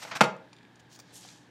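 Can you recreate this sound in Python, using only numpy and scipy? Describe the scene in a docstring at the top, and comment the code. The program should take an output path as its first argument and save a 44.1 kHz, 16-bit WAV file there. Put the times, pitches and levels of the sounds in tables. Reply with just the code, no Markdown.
"""A stack of paper cards is tipped upright over a table in a small, quiet room. Friction makes the cards
scuff as they slide; then their edges land in one sharp, ragged knock that excites the modes of stack
and table. Fingers shift on the stack with tiny ticks and brush along it in soft swishes. The walls
reflect these sounds, over a low mains hum and the room's air."""
import sys
import numpy as np
from scipy import signal
from scipy.fft import rfft, irfft, next_fast_len
from scipy.io import wavfile
from scipy.ndimage import map_coordinates

SR = 44100
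rng = np.random.default_rng(int(sys.argv[2]) if len(sys.argv) > 2 else 0)


def wav_record(signal):
    """Record a signal, one row per channel, as 16-bit PCM in the file named by sys.argv[1]."""
    frames = np.transpose(np.atleast_2d(signal))
    bounded = np.clip(frames, -1, 1)
    # unit amplitude maps onto the largest positive 16-bit level
    quanta = np.round(bounded * 32767).astype(np.int16)
    wavfile.write(sys.argv[1], SR, quanta)


N = 66150


def amp(db):
    """Decibels to amplitude ratio."""
    return 10 ** (np.asarray(db) / 20)


def unit(x):
    """Scale to rms 1."""
    return x / np.sqrt(np.mean(x ** 2) + 1e-20)


def along(points, hz):
    """Interpolate (Hz, value) points on a log-frequency axis."""
    f, v = np.transpose(points)
    return np.interp(np.log(hz + 1), np.log(f + 1), v)


def bump(hz, centre, octaves):
    """A bell of height 1 on the log-frequency axis."""
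    return np.exp(-(np.log2((hz + 1) / centre) / octaves) ** 2)


def since(start):
    """Seconds since start, zero before it."""
    return np.maximum(np.arange(N) / SR - start, 0)


def decay(t, t60):
    """Exponential decay by 60 dB in t60 seconds."""
    return amp(-60 * t / t60)


def filtered(x, gain):
    """Multiply the spectrum of x by gain(hz)."""
    size = next_fast_len(N + SR // 2)
    return irfft(rfft(x, size) * gain(np.fft.rfftfreq(size, 1 / SR)), size)[:N]


def noise(spectrum, extra_db=lambda hz: 0):
    """Coloured noise of rms 1."""
    return unit(filtered(rng.standard_normal(N), lambda hz: amp(along(spectrum, hz) + extra_db(hz))))


def wobble(rate):
    """A smooth random curve with rate knots a second."""
    return map_coordinates(rng.standard_normal(4096), [np.arange(N) * rate / SR], mode="wrap")


def stroke(start, rise, hold, fall):
    """Envelope of one rubbing movement."""
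    swell = np.sin(np.pi / 2 * np.minimum(since(start) / rise, 1)) ** 2
    return swell * decay(since(start + rise + hold), fall)


# Spectra of the scuff and its hiss. Each row: frequency in Hz, level in dB.
SCUFF_SPECTRUM = [(50, -50), (150, -11.5), (400, -15), (630, -3.5), (900, -3), (1300, -2.5), (1720, -3.5),
                  (2000, -4), (2450, -5), (3000, -12.5), (5500, -15), (7500, -25.5), (10000, -65.5),
                  (15500, -60.5)]
HISS_SPECTRUM = [(500, -57), (2500, 0.5), (5500, 1), (8500, -4.5), (10500, -13.5), (13000, -11),
                 (15500, -30)]
# Cards sliding. Each row: start, rise, hold and fall T60 in seconds, level in dB, relative hiss in dB.
CARD_SLIDES = [(-.02, 0.028, 0.023, 0.13, -54, 2.5), (.008, 0.023, 0.01, 0.034, -43.5, -1.5),
               (0.04, .02, .058, 0.06, -49.5, -6), (.11, .006, .008, 0.27, -37, -33),
               (.147, .012, 0.012, 0.04, -33, -9)]

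def card_slides(grain_db=1.0, grain_hz=600):
    """Stick-slip friction: card catches on card in tiny slips, a hollow scuff with a hiss above it."""
    out = np.zeros(N)
    for start, rise, hold, fall, db, hiss_db in CARD_SLIDES:
        grain = unit(amp(-grain_db * wobble(grain_hz)))
        scuff = noise(SCUFF_SPECTRUM) + amp(hiss_db) * noise(HISS_SPECTRUM)
        out += amp(db) * stroke(start, rise, hold, fall) * grain * scuff
    return out


# The air's spectrum and the hum's partials. Each row: frequency in Hz, level in dB.
AIR_SPECTRUM = [(15, -37), (25, -25.5), (137, 4), (324, 1.5), (500, -5), (672, -7), (857, -1.5), (1010, -8),
                (1390, -11), (1680, -1.5), (1930, -10), (2890, -15), (3130, -13), (3780, -13.5),
                (4100, -17), (7630, -28.5), (8270, -31), (14200, -39), (15800, -47)]
HUM_PARTIALS = [(120, -66.5), (180, -68.5), (241, -74.5), (292, -69.5)]

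def air_and_hum(air_db=-59, waver_db=0.5, waver_hz=7.9):
    """Superposition: the slightly wavering tones of mains hum add to the steady noise of room air."""
    hum = np.zeros(N)
    for hz, db in HUM_PARTIALS:
        peak = np.sqrt(2) * amp(db + waver_db * wobble(waver_hz))
        hum += peak * np.sin(2 * np.pi * (hz * since(0) + rng.random()))
    return amp(air_db) * noise(AIR_SPECTRUM) + hum


# Modes of stack and table top. Each row: frequency in Hz, level in dB, T60 in seconds.
TABLE_MODES = [(162, -25.5, 0.24), (202.6, -3, 0.06), (343, -24, 0.21), (541, -22.5, 0.14),
               (636.4, -5.5, 0.046), (820, -7, 0.055), (867, -14.5, 0.048), (1130, -24, 0.086),
               (1309, -6, 0.037), (1391, -4, 0.041), (2182, -5.5, 0.044), (2325, -18, .04)]
# Spectrum of an edge's slap. Each row: frequency in Hz, level in dB.
SLAP_SPECTRUM = [(60, -36), (150, -6), (400, -13.5), (800, 0), (1400, -4), (1850, -7.5), (2600, -8.5),
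                 (4500, -13), (7000, -17.5), (10000, -25), (15500, -38)]
# Edges striking the table or each other. Each row: start in seconds, level in dB, contact time in ms.
EDGE_IMPACTS = [(.0502, -28, 0.096), (.1125, -37, 0.6), (.1165, -24, 0.17), (0.2078, -2.5, 0.095),
                (0.2121, 0.5, 0.062), (0.215, -2, 0.2), (.2178, -9, 0.055), (.2228, -10.5, 0.083),
                (0.9917, -43, .03)]

def edge_knocks(ring_db=-11.5, slap_db=-6.5, slap_t60=0.017, attack_s=0.00029, thump_hz=300, low_hz=146):
    """Impact excitation: each edge slaps and rings damped modes; longer contact gives less treble."""
    out = np.zeros(N)
    for start, db, contact_ms in EDGE_IMPACTS:
        t = since(start)
        ring = np.zeros(N)
        for hz, mode_db, t60 in TABLE_MODES:
            thump_db = 0.4 * db * (hz < thump_hz)  # light touches barely move the low modes
            gain = amp(mode_db + rng.normal(0, 1) + thump_db)
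            ring += gain * decay(t, t60) * np.sin(2 * np.pi * hz * t)
        slap = noise(SLAP_SPECTRUM) * decay(t, slap_t60)
        blow = (amp(ring_db) * ring + amp(slap_db) * slap) * (1 - np.exp(-t / attack_s))
        pole = np.exp(-np.pi * 1e3 / (contact_ms * SR))
        out += amp(db) * signal.lfilter([1 - pole], [1, -pole], blow)
    # A high-pass thins the knock's deep bass below low_hz.
    return signal.sosfilt(signal.butter(5, low_hz, "high", fs=SR, output="sos"), out)


# Echoes from the nearest walls. Each row: delay in seconds, level in dB.
WALL_ECHOES = [(0.0104, -25), (0.0226, -20), (.028, -15), (.033, -24)]

def wall_echoes(x):
    """Early reflection: each wall returns a delayed, weaker copy."""
    return filtered(x, lambda hz: sum(amp(db) * np.exp(-2j * np.pi * hz * s) for s, db in WALL_ECHOES))


# Reverberation times. Each row: frequency in Hz, T60 in seconds.
REVERB_TIMES = [(150, 0.35), (400, 0.38), (900, 0.35), (2000, 0.34), (5000, 0.25), (9000, 0.19),
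                (15000, 0.1)]
# Colour of the reverberation. Each row: frequency in Hz, gain in dB.
REVERB_SPECTRUM = [(80, -3), (150, 4), (220, -9), (450, 2.5), (800, -3), (1400, -7), (3000, -7),
                   (8000, -3.5), (15000, 1)]

def reverberation(x, delay_s=0.0017, build_s=0.0056):
    """Diffuse reflection: the walls' answer builds quickly, then decays, treble first."""
    hz, t, bands = signal.stft(rng.standard_normal(N), SR, nperseg=256)
    bands = bands * decay(t, along(REVERB_TIMES, hz)[:, None])
    tail = signal.istft(bands, SR, nperseg=256)[1][:N]
    tail = filtered(tail / np.linalg.norm(tail), lambda f: amp(along(REVERB_SPECTRUM, f)))
    build = 1 - np.exp(-since(delay_s) / build_s)
    return signal.fftconvolve(x, tail * build)[:N]


# Modes of a flicked card corner. Each row: frequency in Hz, level in dB, T60 in seconds.
CORNER_MODES = [(2390, 1.5, 0.033), (3610, -3.5, 0.024), (4756, -0.5, 0.025), (7070, -2.5, 0.03),
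                (8780, -2, 0.03)]
# Spectrum of the snap. Each row: frequency in Hz, level in dB.
SNAP_SPECTRUM = [(50, -33), (200, -48), (800, 5.5), (3000, -4), (6500, -3.5), (9000, -7), (11500, -11.5),
                 (15500, 1)]
# Corner and fingertip ticks, and a small knock near 1.25 s. Each row: start in seconds, level in dB, pitch in
# Hz, snap cutoff in Hz.
CORNER_TICKS = [(0.365, -60.5, 7000, 12000), (.529, -46.5, 2480, 4500), (0.5307, -47, 4630, 5960),
                (0.5647, -50.5, 3800, 7000), (0.585, -52.5, 3580, 5000), (0.609, -52, 1620, 3000),
                (0.629, -52, 3170, 5100), (0.65, -51, 2400, 4500), (.7565, -53.5, 6840, 7500),
                (.943, -70, 14500, 15200), (0.961, -56.5, 6900, 14000), (0.9899, -45.5, 5500, 15000),
                (0.998, -46.5, 6650, 15100), (0.9992, -43.5, 5000, 15000), (1.002, -47, 6240, 14000),
                (1.249, -41.5, 740, 6000), (1.287, -44.5, 4080, 9000)]

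def corner_ticks(rise_s=0.00061, snap_t60=0.02, peak_db=14.5, ring_db=-7):
    """Free vibration: a short, dry snap leaves the card's modes near its pitch ringing."""
    out = np.zeros(N)
    for start, db, pitch, cutoff in CORNER_TICKS:
        t = since(start)
        snap = noise(SNAP_SPECTRUM, lambda hz: peak_db * bump(hz, pitch, octaves=0.4)
                     - 10 * np.log10(1 + (hz / cutoff) ** 8))  # fourth-order low-pass
        ring = sum(amp(mode_db) * bump(hz, pitch, octaves=1.36) * decay(t, t60)
                   * np.sin(2 * np.pi * hz * t) for hz, mode_db, t60 in CORNER_MODES)
        attack = 1 - np.exp(-t / rise_s)
        out += amp(db) * attack * (snap * decay(t, snap_t60) + amp(ring_db) * ring)
    return out


# Spectra of skin on paper and its fine sizzle. Each row: frequency in Hz, level in dB.
SWISH_SPECTRUM = [(50, -35), (200, 0), (700, 5), (2000, 1), (3200, 8), (5000, 5), (7000, 4), (8000, -1),
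                  (9000, -1.5), (10500, -8.5), (12000, -7.5), (13500, -21), (15500, -32)]
SIZZLE_SPECTRUM = [(5000, -43), (10000, -27), (13000, -13), (14500, 7), (15800, 7)]
# Fingers brushing the stack. Each row: start, rise, hold and fall T60 in seconds, level in dB,
# tilt in dB per octave, relative sizzle in dB, rasp centre in Hz.
FINGER_STROKES = [(0.79, 0.0063, 0.0087, .03, -62, -2, -18, 7200),
                  (0.886, 0.048, 0.028, 0.11, -56.5, 1, -10, 5900),
                  (0.99, 0.14, 0.056, 0.17, -61, -3, -36, 5070),
                  (1.114, 0.047, .015, 0.29, -50, 7, -32, 7900),
                  (1.188, 0.054, 0.063, 0.46, -53.5, 0, -30, 6500)]

def finger_brushes(grain_db=2.0, grain_hz=300, pivot_hz=5500, rasp_db=4.5):
    """Sliding friction: skin rasps over paper fibres; the sizzle grows as the square of the pressure."""
    out = np.zeros(N)
    for start, rise, hold, fall, db, tilt, sizzle_db, rasp_hz in FINGER_STROKES:
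        swish = noise(SWISH_SPECTRUM, lambda hz: tilt * np.log2((hz + 1) / pivot_hz)
                      + rasp_db * bump(hz, rasp_hz, octaves=0.58))
        pressure = stroke(start, rise, hold, fall)
        grain = unit(amp(grain_db * wobble(grain_hz)))
        sizzle = pressure * amp(sizzle_db) * noise(SIZZLE_SPECTRUM)
        out += amp(db) * pressure * grain * (swish + sizzle)
    return out


def scene(knock_send_db=-5, handling_send_db=-6.5):
    """Superposition: direct sound, its reflections and the background add at the microphone."""
    knock = edge_knocks()
    handling = card_slides() + finger_brushes() + corner_ticks()
    into_room = amp(knock_send_db) * knock + amp(handling_send_db) * handling
    reflections = wall_echoes(knock) + reverberation(into_room)
    return (knock + handling + reflections + air_and_hum())[None]


def record(dry, top_hz=15900):
    """Band limiting: the microphone passes nothing above top_hz."""
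    return filtered(dry[0], lambda hz: hz < top_hz)[None]


dry = scene()
out = record(dry)
wav_record(out)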